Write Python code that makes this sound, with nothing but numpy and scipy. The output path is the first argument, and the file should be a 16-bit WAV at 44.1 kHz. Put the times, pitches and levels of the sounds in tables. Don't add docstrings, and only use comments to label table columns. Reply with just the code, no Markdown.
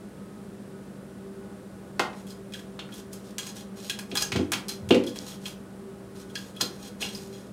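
import sys
import numpy as np
from scipy import signal
from scipy.fft import rfft, irfft
from scipy.io import wavfile
from scipy.ndimage import uniform_filter1d

SR = 44100
rng = np.random.default_rng(int(sys.argv[2]) if len(sys.argv) > 2 else 0)


def digitize_waveform(pressure):
    field = np.atleast_2d(pressure).T
    bounded = np.clip(field, -1, 1)
    quanta = np.round(bounded * 32767).astype(np.int16)
    wavfile.write(sys.argv[1], SR, quanta)


def to_linear_factor(level_db):
    exponent = np.asarray(level_db, float) / 20
    return 10 ** exponent


N = 331632

# pitch in Hz, level in dB per Hz.
AIR_SPECTRUM = [(25, -52), (50, -21.5), (90, -11.5), (140, -16), (300, -9), (640, -15.5), (730, -22.5),
                (1700, -27.5), (2300, -34), (6500, -40), (9000, -36.5), (11000, -40.5), (13000, -46),
                (16000, -48)]
# pitch in Hz, level in dB rms.
STEADY_HUM = [(59.2, -65.5), (118.4, -57.5), (193.8, -47)]
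# pitch in Hz, width in Hz, level in dB.
BLADE_TONES = [(102.4, 7.6, -67.5), (146.2, 2.8, -57), (200, 27, -51.5), (208, 2.1, -51),
               (390.1, 1.5, -50.5), (497, 4, -62.5), (810, 3.4, -67.5), (1077, 7.2, -73.5),
               (1144, 2.5, -73.5), (1270, 3.1, -69), (1470, 4.7, -69)]
# time in seconds, peak in dB, colour centre in Hz,
# colour width in octaves, contact in ms.
THUMPS = [(1.992, -20, 400, 0.94, 3), (4.122, -20, 200, 2, 22), (4.406, -22.5, 292, 0.24, 14),
          (4.319, -23.5, 121, 1.1, 6), (4.353, -10.5, 120, 1.6, 4), (4.389, -12, 191, 1.34, 5.4),
          (4.52, -23.5, 203, 2.8, 6), (4.813, -32, 93, 0.81, 6), (4.867, -33, 92, 0.77, 6),
          (4.905, -3.5, 306, 1.02, 7.6), (4.958, -11, 288, 0.93, 6), (4.935, -15, 511, 0.2, 17),
          (6.619, -19.5, 280, 1.9, 17), (7.019, -23, 190, 4.2, 6)]
# pitch in Hz, width in Hz, level in dB.
TUB_MODES = [(83.3, 28, -5), (94, 18.3, 2.5), (127.6, 8.6, 0.5), (160, 8.6, -8.5), (190.4, 20, -2),
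             (245.4, 8.7, 2.5), (285.7, 13, -1), (347, 11.3, 5), (400, 18, 1), (300, 5, 2), (425, 6, -1),
             (484, 5.5, 7), (503, 7, 2), (542.7, 7.2, -2.5), (577, 14, -8), (682, 53, -3), (830, 9.7, -2),
             (903, 8.1, -3.5), (1030, 10, -2)]
# time in seconds, peak in dB, dullness as low-end dB,
# enamel ring in dB, favoured pitch in Hz.
CLAW_KNOCKS = [(1.9948, -7.5, 3, -21, 1980), (2.1308, -41, -8, -8, 1870), (2.7914, -26, -4, -12.5, 3340),
               (2.889, -45, -5, -4, 1600), (4.3196, -15.5, -11.5, -15.5, 2260), (4.36, -18, -7, -18, 3030),
               (4.533, -14, -14.5, -29, 3140), (4.907, -14, 0, -6, 2990), (4.945, -20, -19, -16.5, 2260),
               (4.925, -21, -2, -12, 4240), (6.6053, -27.5, 1.5, -11.5, 1470), (7.0242, -31.5, -6, 4, 2800),
               (7.045, -49, -14, -1, 2860)]
# pitch in Hz, width in Hz, level in dB.
ENAMEL_MODES = [(950, 250, 0), (1450, 250, 0), (1850, 300, -2), (2300, 300, 0), (2650, 130, 1),
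                (2830, 130, 2), (3050, 180, -2), (3550, 250, 0), (4300, 300, -2)]
# start in seconds, length in seconds,
# hiss in dB, swell in dB from start to end, straw ring in dB.
DRAGS = [(2.137, 0.093, -52, -2, -4), (2.262, 0.078, -45, -3, -10), (2.901, 0.11, -44, 5, -11),
         (3.227, 0.095, -51, 0, -9), (3.392, .12, -42.5, 9, 2.5), (3.544, 0.096, -43.5, -20, -1),
         (3.754, 0.087, -45.5, -9, -3), (3.816, 0.091, -39, -4, -4), (4.087, 0.045, -43, 0, -9),
         (4.32, 0.12, -54.5, -19, 16), (5.139, 0.061, -40, -9, -1), (5.186, 0.082, -43.5, -9, -0.5),
         (5.254, 0.12, -41.5, -19.5, -4), (5.399, 0.062, -47, 2, -6), (4.138, 0.09, -31, -2, -3.5),
         (6.138, .1, -47, 0, -6), (6.28, 0.054, -53, -8, -3), (6.335, 0.18, -46.5, -11, -8),
         (6.535, 0.093, -61.5, -12, 14.5), (6.638, 0.15, -53, 3, 1), (6.776, 0.12, -44.5, 7, -1),
         (7.125, 0.19, -47.5, -16, -21), (7.308, 0.18, -54.5, -16, 2)]
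# peak time in seconds, hiss in dB at the peak, fade in dB per
# second, # straw ring in dB.
SKIDS = [
    (2.542, -44, 172, -11),
    (3.129, -45, 170, -14),
    (4.225, -21, 2400, -3),
    (4.699, -29, 455, -3),
    (5.08, -35, 520, 0.5),
    (5.465, -31, 357, -29),
    (6.616, -21, 1200, -6),
    (7.012, -31, 145, 4),
]
# pitch in Hz, level in dB per Hz.
HISS_SPECTRUM = [(710, -11), (1200, -10.5), (2380, -13.5), (3290, -6), (4450, -8.5), (5070, -6.5),
                 (9610, -11.5), (15200, -19), (16000, -101)]
# pitch in Hz, width in Hz, level in dB.
STRAW_MODES = [(815, 60, -6), (1650, 65, 0), (2485, 75, -5), (3315, 100, 0), (4145, 85, -3), (4990, 95, -2),
               (5820, 90, -7), (6320, 110, -6), (6700, 110, -6), (7500, 130, -10), (8400, 180, -11),
               (9940, 180, -14)]
# time in seconds, peak in dB, crispness as high-end dB,
# ring in dB, favoured pitch in Hz.
TIP_TAPS = [(2.268, -41.5, -1, -6, 3140), (2.3046, -41, 2, 6.5, 4740), (2.5223, -37, -17, -2, 2470),
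            (2.5366, -30, -20, 0, 3440), (2.5442, -42.5, -13, 6, 1650), (2.593, -36, -20, -17, 1660),
            (2.9224, -43, -5, 4.5, 3250), (2.94, -36.5, -6, -6, 3220), (3.1306, -30, -2, -6.5, 5300),
            (3.3821, -19, -15, 1, 6640), (3.4686, -28, -15, -1, 6500), (3.8969, -16, -18.5, -5, 3450),
            (4.1147, -25.5, -37, -5.5, 2820), (4.207, -31, -8, 4, 5060), (4.6834, -25.5, -2, 0, 4930),
            (4.8899, -27, -16, -12, 2820), (5.0655, -33, -2, 1, 4900), (5.4563, -26, -23, -2, 3320),
            (6.3543, -22, -24, -2, 4350), (7.148, -40, 4, -2, 4880)]
# time in seconds, ring in dB, pitch
# in Hz.
STRAW_RINGS = [(3.384, -44, 1720), (3.897, -40.5, 1700), (3.991, -40, 1700), (3.992, -36, 2485),
               (4.154, -35, 780), (4.154, -27, 3400), (4.175, -29, 3370), (4.176, -28, 2470), (4.21, -36, 3315),
               (4.225, -37.5, 1650), (4.535, -27, 3315), (5.071, -37, 3350), (5.168, -41.5, 3315),
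               (2.54, -38.5, 3430), (5.318, -42, 3420), (6.356, -35, 1730), (6.37, -36.5, 3350),
               (6.612, -19.5, 6800), (6.661, -34, 4200), (7.149, -28.5, 4800)]
# time in seconds, peak in dB, crispness as high-end dB,
# ring in dB, favoured pitch in Hz.
FLAT_SLAPS = [(3.3907, -30.5, -32, 0, 3400), (3.989, -24, -10.5, -3, 4480), (4.1536, -19, -9, -10.5, 1670),
              (4.1716, -16.5, -12, 3.5, 4700), (4.2221, -21.5, -6, 9.5, 6170),
              (4.5191, -12, -13, -14, 2300), (4.6905, -21.5, -9, -1, 4440), (5.0376, -33.5, -13, -3, 4200),
              (5.159, -30.5, -15, -9, 3440), (6.2992, -48, -5, 1.5, 3310), (6.5633, -39, -1, -1, 3170),
              (6.6095, -16.5, -15, 1.5, 4500), (6.8495, -42, -17, 3, 5010), (7.0121, -28.5, -11, -6, 3440)]
# time in seconds, peak in dB, pitch in Hz, contact in ms.
SNAP = (5.1884, -21, 4900, .5)
# pitch in Hz, seconds to fall by 60 dB.
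ECHO_TIMES = [(100, 0.75), (400, 0.49), (1500, 0.34), (4000, 0.26), (10000, 0.23)]


def evened(x):
    return x / np.sqrt(np.mean(x ** 2) + 1e-20)


def read(points, hz):
    f, value = np.transpose(points)
    return np.interp(np.log(hz + 1), np.log(f + 1), value)


def add(mix, s, sound):
    part = mix[round(s * SR):][:len(sound)]
    part += sound[:len(part)]


def hump(centre_hz, octaves):
    hz = np.geomspace(20, SR / 2, num=60)
    distance = np.log2(hz / centre_hz) / max(octaves, 0.15)
    return np.c_[hz, -13 * np.log(1 + distance ** 2)]


def coloured(points):
    hz = np.fft.rfftfreq(N, 1 / SR)
    white = rfft(rng.standard_normal(N))
    return evened(irfft(white * to_linear_factor(read(points, hz)), N))


def ring(x, modes):
    out = np.zeros(len(x))
    for k, (hz, width, db) in enumerate(modes):
        r = np.exp(-np.pi * width / SR)
        swing = [1, -2 * r * np.cos(2 * np.pi * hz / SR), r * r]
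        out += (-1) ** k * to_linear_factor(db) * signal.lfilter([1 - r, 0, r - 1], swing, x)
    return out


def burst(noise, colour, contact_ms, snap=0.0):
    n = len(noise)
    ms = np.arange(n) * 1000 / SR
    blow = noise * (np.exp(-ms / contact_ms) + snap * np.exp(-ms / 0.87))
    spectrum = rfft(blow)
    lumps = uniform_filter1d(abs(spectrum), size=n // 256 + 1)
    blow = irfft(spectrum / (lumps + 1e-9), n) * (ms < ms[-1] / 2)
    log_gain = np.log(to_linear_factor(read(colour, abs(np.fft.fftfreq(n, 1 / SR)))))
    causal = np.exp(np.conj(signal.hilbert(log_gain)))[:n // 2 + 1]
    blow = irfft(rfft(blow) * causal, n)
    return blow / abs(blow).max()


def strikes(rows, modes, contact_ms, octaves):
    click, drive = np.zeros(N), np.zeros(N)
    first_touch = np.arange(4096) == 0
    for s, db, low_db, high_db, ring_db, hz in rows:
        noise = rng.standard_normal(4096)
        colour = [(250, low_db - 17), (800, low_db + 9), (1600, low_db / 2 + 5.5), (2500, 0.88),
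                  (4500, -2.6), (6500, high_db / 2 + 6.5), (10000, high_db + 10.5), (16000, high_db - 0.5)]
        add(click, s, to_linear_factor(db - 2) * burst(noise, colour, contact_ms, snap=0.12))
        kick = first_touch + 0.12 * noise
        add(drive, s, to_linear_factor(db + ring_db) * burst(kick, hump(hz, octaves), contact_ms))
    return click + to_linear_factor(12) * ring(drive, modes)


def fan():
    t = np.arange(N) / SR
    out = to_linear_factor(-48) * coloured(AIR_SPECTRUM)
    for hz, db in STEADY_HUM:
        out += to_linear_factor(db) * np.sqrt(2) * np.sin(2 * np.pi * (hz * t + rng.random()))
    for hz, width, db in BLADE_TONES:
        out += to_linear_factor(db) * evened(ring(rng.standard_normal(N), [(hz, width, 0)]))
    return out


def thumps():
    push = np.zeros(N)
    pad = 1 - np.exp(-np.arange(8192) / SR / 0.002)
    first_push = np.arange(8192) < 24
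    for s, db, hz, octaves, contact_ms in THUMPS:
        shove = 0.5 * pad * rng.standard_normal(8192) + 5 * first_push
        add(push, s, to_linear_factor(db - 10.5) * burst(shove, hump(hz, octaves), contact_ms))
    boom = 0.4 * push + to_linear_factor(18.5) * ring(push, TUB_MODES)
    no_bass = signal.butter(N=4, Wn=65, btype="high", fs=SR, output="sos")
    return signal.sosfilt(no_bass, boom)


def claw_knocks():
    high_db = -27.5
    rows = [(s, db, low_db, high_db, ring_db, hz) for s, db, low_db, ring_db, hz in CLAW_KNOCKS]
    return strikes(rows, ENAMEL_MODES, contact_ms=7, octaves=0.35)


def slides():
    t = np.arange(N) / SR
    grip_s, lift_s, skid_rise_db_per_s = 0.027, 0.013, 1500
    hiss, drive = np.zeros(N), np.zeros(N)
    for s, length, db, swell_db, ring_db in DRAGS:
        press = np.clip(np.minimum((t - s) / grip_s, (s + length - t) / lift_s), 0, 1)
        progress = np.clip((t - s) / length, 0, 1)
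        level = press * to_linear_factor(db + swell_db * (progress - 0.5))
        hiss += level
        drive += level * to_linear_factor(ring_db)
    for s, db, fade, ring_db in SKIDS:
        level = to_linear_factor(db - np.maximum(skid_rise_db_per_s * (s - t), fade * (t - s)))
        hiss += level
        drive += level * to_linear_factor(ring_db)
    grip = to_linear_factor(3 * evened(uniform_filter1d(rng.standard_normal(N), size=150)))
    slips = grip * coloured(HISS_SPECTRUM)
    return to_linear_factor(-8.5) * hiss * slips + to_linear_factor(7) * ring(to_linear_factor(-6) * drive * slips, STRAW_MODES)


def straw_hits(table, low_db):
    rows = [(s, db, low_db, high_db, ring_db, hz) for s, db, high_db, ring_db, hz in table]
    return strikes(rows, STRAW_MODES, contact_ms=6, octaves=0.45)


def tip_taps():
    return straw_hits(TIP_TAPS, low_db=-24.5)


def straw_rings():
    click_db, ends_db = -13, -16
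    rows = [(s, db + click_db, ends_db, ends_db, -click_db, hz) for s, db, hz in STRAW_RINGS]
    return strikes(rows, STRAW_MODES, contact_ms=6, octaves=0.2)


def flat_slaps():
    return straw_hits(FLAT_SLAPS, low_db=-6)


def close_snap():
    s, db, hz, contact_ms = SNAP
    out = np.zeros(N)
    add(out, s, to_linear_factor(db) * burst(rng.standard_normal(1024), hump(hz, 0.4), contact_ms))
    return out


def room(x):
    echoes = np.zeros(SR // 2)
    at = np.arange(120, SR // 2 - 20, 20)
    at = at + rng.integers(0, 20, len(at))
    echoes[at] = rng.choice([-1.0, 1.0], len(at))
    hz, t, z = signal.stft(echoes, SR, nperseg=256)
    decay = to_linear_factor(-60 * t / read(ECHO_TIMES, hz)[:, None])
    tail = signal.istft(z * decay, SR, nperseg=256)[1]
    return signal.fftconvolve(x, tail / np.linalg.norm(tail))[:N]


def scene():
    boom = thumps()
    play = claw_knocks() + slides() + tip_taps() + flat_slaps()
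    rings = straw_rings()
    mix = fan() + close_snap()
    mix += boom + to_linear_factor(-10.5) * room(boom)
    mix += play + to_linear_factor(-3) * room(play)
    mix += rings + to_linear_factor(-6.5) * room(rings)
    return mix[None]


def roll_off(x):
    return signal.sosfilt(signal.butter(12, 16500, fs=SR, output="sos"), x)


def record(dry):
    band_limit = signal.firwin(511, 15900, window=("kaiser", 9), fs=SR)
    limited = signal.oaconvolve(dry, band_limit[None], "same")
    return roll_off(limited)


dry = scene()
out = record(dry)
digitize_waveform(out)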